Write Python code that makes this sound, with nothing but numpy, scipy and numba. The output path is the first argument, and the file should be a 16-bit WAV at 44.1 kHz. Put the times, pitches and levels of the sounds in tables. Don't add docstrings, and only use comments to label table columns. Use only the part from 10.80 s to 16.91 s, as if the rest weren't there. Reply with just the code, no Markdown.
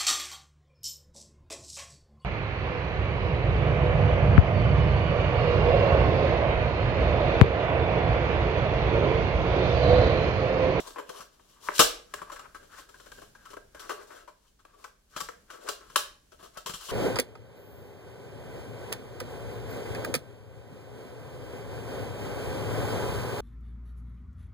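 import sys
import numpy as np
from scipy import signal
from scipy.fft import rfft, irfft
from scipy.io import wavfile
from scipy.ndimage import uniform_filter1d
from numba import njit

SR = 44100
rng = np.random.default_rng(int(sys.argv[2]) if len(sys.argv) > 2 else 0)


def int16_out(signal):
    q = np.round(np.clip(np.atleast_2d(signal).T, -1, 1) * 32767)
    wavfile.write(sys.argv[1], SR, q.astype(np.int16))


N = 269614

# pitch_hz, level_db (per Hz)
QUIET_SPECTRUM = [(15, -30), (25, 0), (50, -3.5), (100, -13.5), (200, -15), (463, -22.5), (1260, -34),
                  (1650, -29), (1940, -33.5), (7310, -32), (8360, -35.5), (9320, -34.5), (16000, -41)]
# start_s, length_s, wall_db, blades_db (levels at the end of the stroke)
CHAFE_STROKES = [(0.0, 0.08, -55, -53.5), (0.149, 0.05, -60, -63), (0.286, 0.11, -49.5, -58),
                 (0.528, 0.26, -69, -69.5), (0.832, 0.054, -53.5, -48.5), (0.945, 0.015, -60, -39.5),
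                 (1.3, 0.098, -56, -61), (1.483, 0.18, -56, -66.5), (1.811, 0.022, -58.5, -61),
                 (1.92, 0.072, -53, -58), (2.103, 0.33, -64, -62.5), (2.592, 0.1, -64, -65.5),
                 (2.963, 0.12, -53.5, -58), (3.136, 0.085, -51, -62), (3.295, 0.096, -51.5, -58.5),
                 (3.552, 0.13, -78.5, -72), (3.896, 0.16, -62.5, -68.5), (4.331, .11, -57.5, -55.5),
                 (4.71, 0.039, -52.5, -59.5), (4.826, 0.075, -50, -55), (5.008, 0.18, -59, -64.5),
                 (5.603, 0.045, -60, -59.5), (5.749, 0.021, -55.5, -60.5), (5.967, 0.094, -58.5, -48.5),
                 (6.09, 0.033, -49, -43.5)]
# start_s, wall_db, shell_minus_wall_db, blades_minus_wall_db, spot_pitch_hz, length_ms
WALL_BLOWS = [(0.001, -47, 10.5, 3, 1050, 8.7), (0.064, -62, 8, -16, 1040, 29),
              (0.104, -51.5, 7, 2, 1130, 5.8), (0.159, -41, -0.5, -29, 1020, 30),
              (0.183, -38, 1, -15.5, 1040, 23.6), (0.291, -41.5, -2, -7.5, 1080, 17),
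              (0.404, -57, 2, 5, 1190, 27), (0.594, -54, -5, -27, 1100, 10.5),
              (0.8865, -19.5, -3.5, -40, 1050, 2.3), (0.98, -40, -15, 14, 1420, 6.5),
              (0.9925, -14.5, -2.5, 1, 1264, 29.3), (1.338, -30.5, -9.5, -7.5, 1510, 8.2),
              (1.416, -42, -1.5, -11, 1130, 18), (1.497, -45, -11, -14, 1100, 18),
              (1.517, -46.5, 0, -3.5, 1290, 33), (1.559, -43.5, -19.5, -12, 1500, 17),
              (1.592, -45.5, -9.5, -5.5, 1320, 11.5), (1.745, -46.5, -3, -9, 1320, 29),
              (2.088, -57.5, 5, 0, 1340, 15), (2.141, -56, -5, -9, 1600, 23),
              (2.198, -52.5, -6, -5, 1320, 14), (2.259, -59, 4, -3, 1430, 27),
              (2.317, -45.5, -3.5, -4.5, 1647, 9), (2.38, -58.5, 7, -21, 1650, 17),
              (2.417, -54, 6, -11, 1306, 20), (2.549, -52, -7, -11, 1590, 21),
              (2.653, -50.5, -26, -8, 1290, 16), (2.702, -55.5, 1.5, -2, 1284, 37),
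              (2.732, -43, -5.5, -15, 1170, 13), (2.767, -46, 6, -12, 1430, 13.4),
              (2.946, -47, 3, -8, 1590, 12.7), (2.993, -54.5, -1, 5.5, 1360, 28),
              (3.093, -32.5, -4, -11.5, 1160, 34.6), (3.303, -50, -3, -22, 1350, 12),
              (3.476, -48.5, -4.5, -13, 1010, 26), (3.79, -64.5, -10.5, -5, 1230, 29),
              (3.85, -49, -2.5, -9, 1174, 7), (4.041, -40, -9.5, -8.5, 1297, 11),
              (4.362, -37.5, -4, -3.5, 1420, 27), (4.402, -35.5, -5, -1, 1160, 10.3),
              (4.4095, -36.5, -13, -3.5, 1250, 10.5), (4.487, -34.5, -0.5, -10, 1470, 5.6),
              (4.701, -46, -14, -5.5, 1346, 16.4), (4.887, -33, 0.5, 1.5, 1285, 11),
              (5.099, -53, -15, -6, 1384, 12), (5.1585, -18, -9, 0.5, 1293, 7.3),
              (5.517, -58.5, 3.5, -3.5, 1290, 32), (5.59, -62.5, 2, -6.5, 1190, 27),
              (5.626, -56, 2.5, -3, 1226, 36), (5.771, -43.5, -5, -1.5, 1240, 17),
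              (5.8595, -38.5, -5, 0, 1050, 34), (5.893, -40.5, -4.5, -1, 1300, 23.4),
              (5.936, -46.5, -14, 5.5, 1270, 28), (6.086, -44, -1, -14, 1190, 33),
              (6.099, -39.5, -11, -28, 1170, 10)]
# pitch_hz, width_hz, level_db
WALL_MODES = [(840, 29, -10), (1012, 240, 2), (1151, 140, 0.7), (1298, 88, -4), (1415, 560, -1.5),
              (1497, 160, -4.5), (1605, 120, -1.5), (2345, 810, -5.5)]
SHELL_MODES = [(320, 120, -6.5), (398.6, 90, 0.5), (492.2, 70, -0.1), (586.3, 120, -1.1),
               (663.5, 250, -0.5)]
BLADE_MODES = [(2794, 240, -8.5), (3060, 660, -0.5), (3580, 1500, -3.5), (4140, 440, -8.5),
               (5670, 1100, -1.5), (7366, 610, -5.5), (9650, 960, -6.5), (11600, 1900, -6.5),
               (15400, 3000, -11.5)]
# start_s, level_db
TABLE_BUMPS = [(0.002, -49), (0.29, -54), (0.4, -54.5), (0.888, -49), (0.993, -26.5), (1.415, -49.5),
               (4.361, -47.5), (4.419, -48.5), (4.887, -56.5), (5.16, -56), (5.627, -57.5), (5.77, -52.5),
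               (5.858, -49), (5.896, -41.5), (5.939, -44), (6.089, -50)]
# pitch_hz, width_hz, level_db
TABLE_MODES = [(28, 3.7, 1), (45.2, 4.3, 2.5), (91, 26, -3.5), (144, 36, -1.5), (172, 16, 4)]
# pitch_hz, decay_s, level_db
ROOM_BANDS = [(238, 0.38, -2.5), (530, 0.45, -3.5), (960, 0.3, -6.5), (1980, 0.4, -3), (4050, 0.33, 2.75),
              (7900, 0.25, 5), (14000, 0.23, 7.5)]

QUIET_DB = -64
SLIPS_PER_S, SLIP_SCATTER_DB = 9000, 1.5
TOUCH_DB_PER_S, SWELL_DB, RELEASE_DB_PER_S = 502, 6.5, 305.5
GRAIN_DB = 5
CHAFE_SHELL_DB = -3
CHAFE_RING_DB = -4.5
RISE_MS, BLADE_RISE_MS = 0.2, 0.43
RISE_DOUBLES_DB = 22.5
BITE, BITE_MS = 1.4, 0.67
SAG = 0.84
FLEX_DB = 2
SPOT_DB, SPOT_OCTAVES = 10.5, 0.2
PORT_TURNS = 0.4
KNOCK_DB = 8
CRACKLE_DB = 4
LEFT_DB = 6
ROOM_DB, ROOM_GAP_MS = -2.5, 3.7
ROOM_ALIKE = 0.23
TOP_HZ = 15900


def undb(db):
    return 10 ** (np.asarray(db) / 20)


def unit(x):
    return x / np.sqrt(np.mean(x ** 2))


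@njit
def band_pass(x, hz, width):
    y, band, low = np.empty(len(x)), 0., 0.
    g, damping = np.tan(np.pi * hz / SR), width / hz
    for i in range(len(x)):
        v = (band + g * (x[i] + 1e-18 - low)) / (1 + g * (g + damping))
        band, low = 2 * v - band, low + 2 * g * v
        y[i] = damping * v
    return y


def band_pass_twice(x, hz, width):
    return band_pass(band_pass(x, hz, width), hz, width)


def walk(rate):
    hold = max(int(SR / rate), 600)
    steps = np.repeat(rng.standard_normal(N // 500), hold)
    return 0.87 * uniform_filter1d(steps, hold)[:N]


def quiet():
    hz = np.arange(N // 2 + 1) * SR / N + 1
    pitch_hz, level_db = np.array(QUIET_SPECTRUM).T
    colour = undb(np.interp(np.log(hz), np.log(pitch_hz), level_db))
    mid, side = (rfft(rng.standard_normal(N)) * colour for _ in range(2))
    side = side * np.clip(hz / 500, .1, 1)
    noise = unit(np.array([irfft(mid + side, N), irfft(mid - side, N)]))
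    return undb(QUIET_DB + 3.0 * walk(4)) * noise


def slips():
    when, sign, size = rng.random(N), rng.standard_normal(N), rng.exponential(size=N)
    return unit((when < SLIPS_PER_S / SR) * sign * undb(SLIP_SCATTER_DB * size))


def chafing():
    t, rub = np.arange(N) / SR, 0
    for start_s, length_s, wall_db, blades_db in CHAFE_STROKES:
        swell_db = SWELL_DB * (np.clip((t - start_s) / length_s, 0, 1) - 1)
        touch_db = TOUCH_DB_PER_S * np.maximum(start_s - t, 0)
        release_db = RELEASE_DB_PER_S * np.maximum(t - start_s - length_s, 0)
        parts_db = [[wall_db], [wall_db + CHAFE_SHELL_DB], [blades_db + CHAFE_RING_DB], [blades_db]]
        rub = rub + undb(parts_db) * undb(swell_db - touch_db - release_db)
    return rub * undb([GRAIN_DB * walk(45) for part in rub])


def blows():
    push = np.zeros((4, N))
    spot_hz = np.full(N, 1. * WALL_BLOWS[0][4])
    rise_ms = np.array([[RISE_MS], [RISE_MS], [BLADE_RISE_MS], [BLADE_RISE_MS]])
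    bitten = np.array([[1], [1], [0], [0]])
    for start_s, wall_db, shell_db, blades_db, hz, length_ms in WALL_BLOWS:
        i = int(start_s * SR)
        ms = np.arange(min(N - i, SR // 8)) * 1000 / SR
        bite = 1 + BITE * bitten * np.exp(-ms / BITE_MS)
        rise = np.minimum(ms / rise_ms * 2 ** (wall_db / RISE_DOUBLES_DB), 1)
        progress = ms / max(length_ms, 1)
        fade = np.exp(-SAG * progress - progress ** 4)
        level = undb(wall_db + np.array([0, shell_db, blades_db, blades_db]))[:, None]
        push[:, i:i + len(ms)] += level * rise * fade * bite
        spot_hz[i:] = hz
    return push, spot_hz


def ring(push, spot_hz, clicks, modes):
    out, power = 0, 0
    for (hz, width, db), (place, lag) in zip(modes, rng.random((len(modes), 2))):
        octaves_off = np.log2(hz / spot_hz)
        gain = undb(db + SPOT_DB * np.exp(-(octaves_off / SPOT_OCTAVES) ** 2))
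        drive = np.roll(clicks, int(place * N)) * undb(FLEX_DB * walk(11)) * push * gain
        tone = band_pass_twice(drive, 1. * hz, 1. * width) / np.sqrt(np.pi * width / 2 / SR)
        lag_samples = (2 * lag - 1) * PORT_TURNS * SR / hz
        far_tone = np.interp(np.arange(N) - lag_samples, np.arange(N), tone)
        out = out + np.array([tone, far_tone])
        power = power + gain ** 2
    return out / np.sqrt(power)


def bottle():
    blow_push, spot_hz = blows()
    push, clicks = chafing() + blow_push, slips()
    body = sum(ring(p, spot_hz, clicks, modes)
               for p, modes in zip(push, (WALL_MODES, SHELL_MODES, BLADE_MODES)))
    body = body + undb(KNOCK_DB) * band_pass_twice(push[0] * clicks, 1300.0, 880.0)
    crackle = np.array([band_pass(push[-1] * slips(), 5000.0, 6000.0) for side in range(4)])
    return np.tile(body, (2, 1)) + undb(CRACKLE_DB) * crackle


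def table():
    start_s, level_db = np.transpose(TABLE_BUMPS)
    push = np.zeros(N)
    push[(start_s * SR).astype(int)] = undb(level_db)
    push = np.convolve(push, np.hanning(130))[:N]
    return 2.94 * sum(undb(db) * band_pass(push, 1. * hz, 1. * width) for hz, width, db in TABLE_MODES)


def room_tail(noise, t):
    swell = 1 - np.exp(-(t * 1000 / ROOM_GAP_MS) ** 2)
    return swell * sum(undb(db - 60 * t / decay_s) * band_pass(noise, 1. * hz, .7 * hz)
                       for hz, decay_s, db in ROOM_BANDS)


def room(sides):
    t = np.arange(SR // 2) / SR
    out = 0
    for x in sides:
        shared, *own = rng.standard_normal((3, len(t)))
        ports = [np.sqrt(ROOM_ALIKE) * shared + np.sqrt(1 - ROOM_ALIKE) * noise for noise in own]
        tails = np.array([room_tail(p, t) for p in ports])
        tails = tails / np.sqrt(np.sum(tails[0] ** 2))
        out = out + signal.fftconvolve(x[None], tails, axes=1)[:, :N]
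    return undb(ROOM_DB) * out / np.sqrt(len(sides))


def scene():
    sides = bottle()
    direct = sides[:2] * undb([[LEFT_DB / 2], [-LEFT_DB / 2]])
    return direct + room(sides) + table() + quiet()


def record(dry):
    rounded = .9 * np.tanh(dry / .9)
    return signal.sosfilt(signal.ellip(12, .2, 95, TOP_HZ, fs=SR, output="sos"), rounded)


dry = scene()
out = record(dry)
int16_out(out)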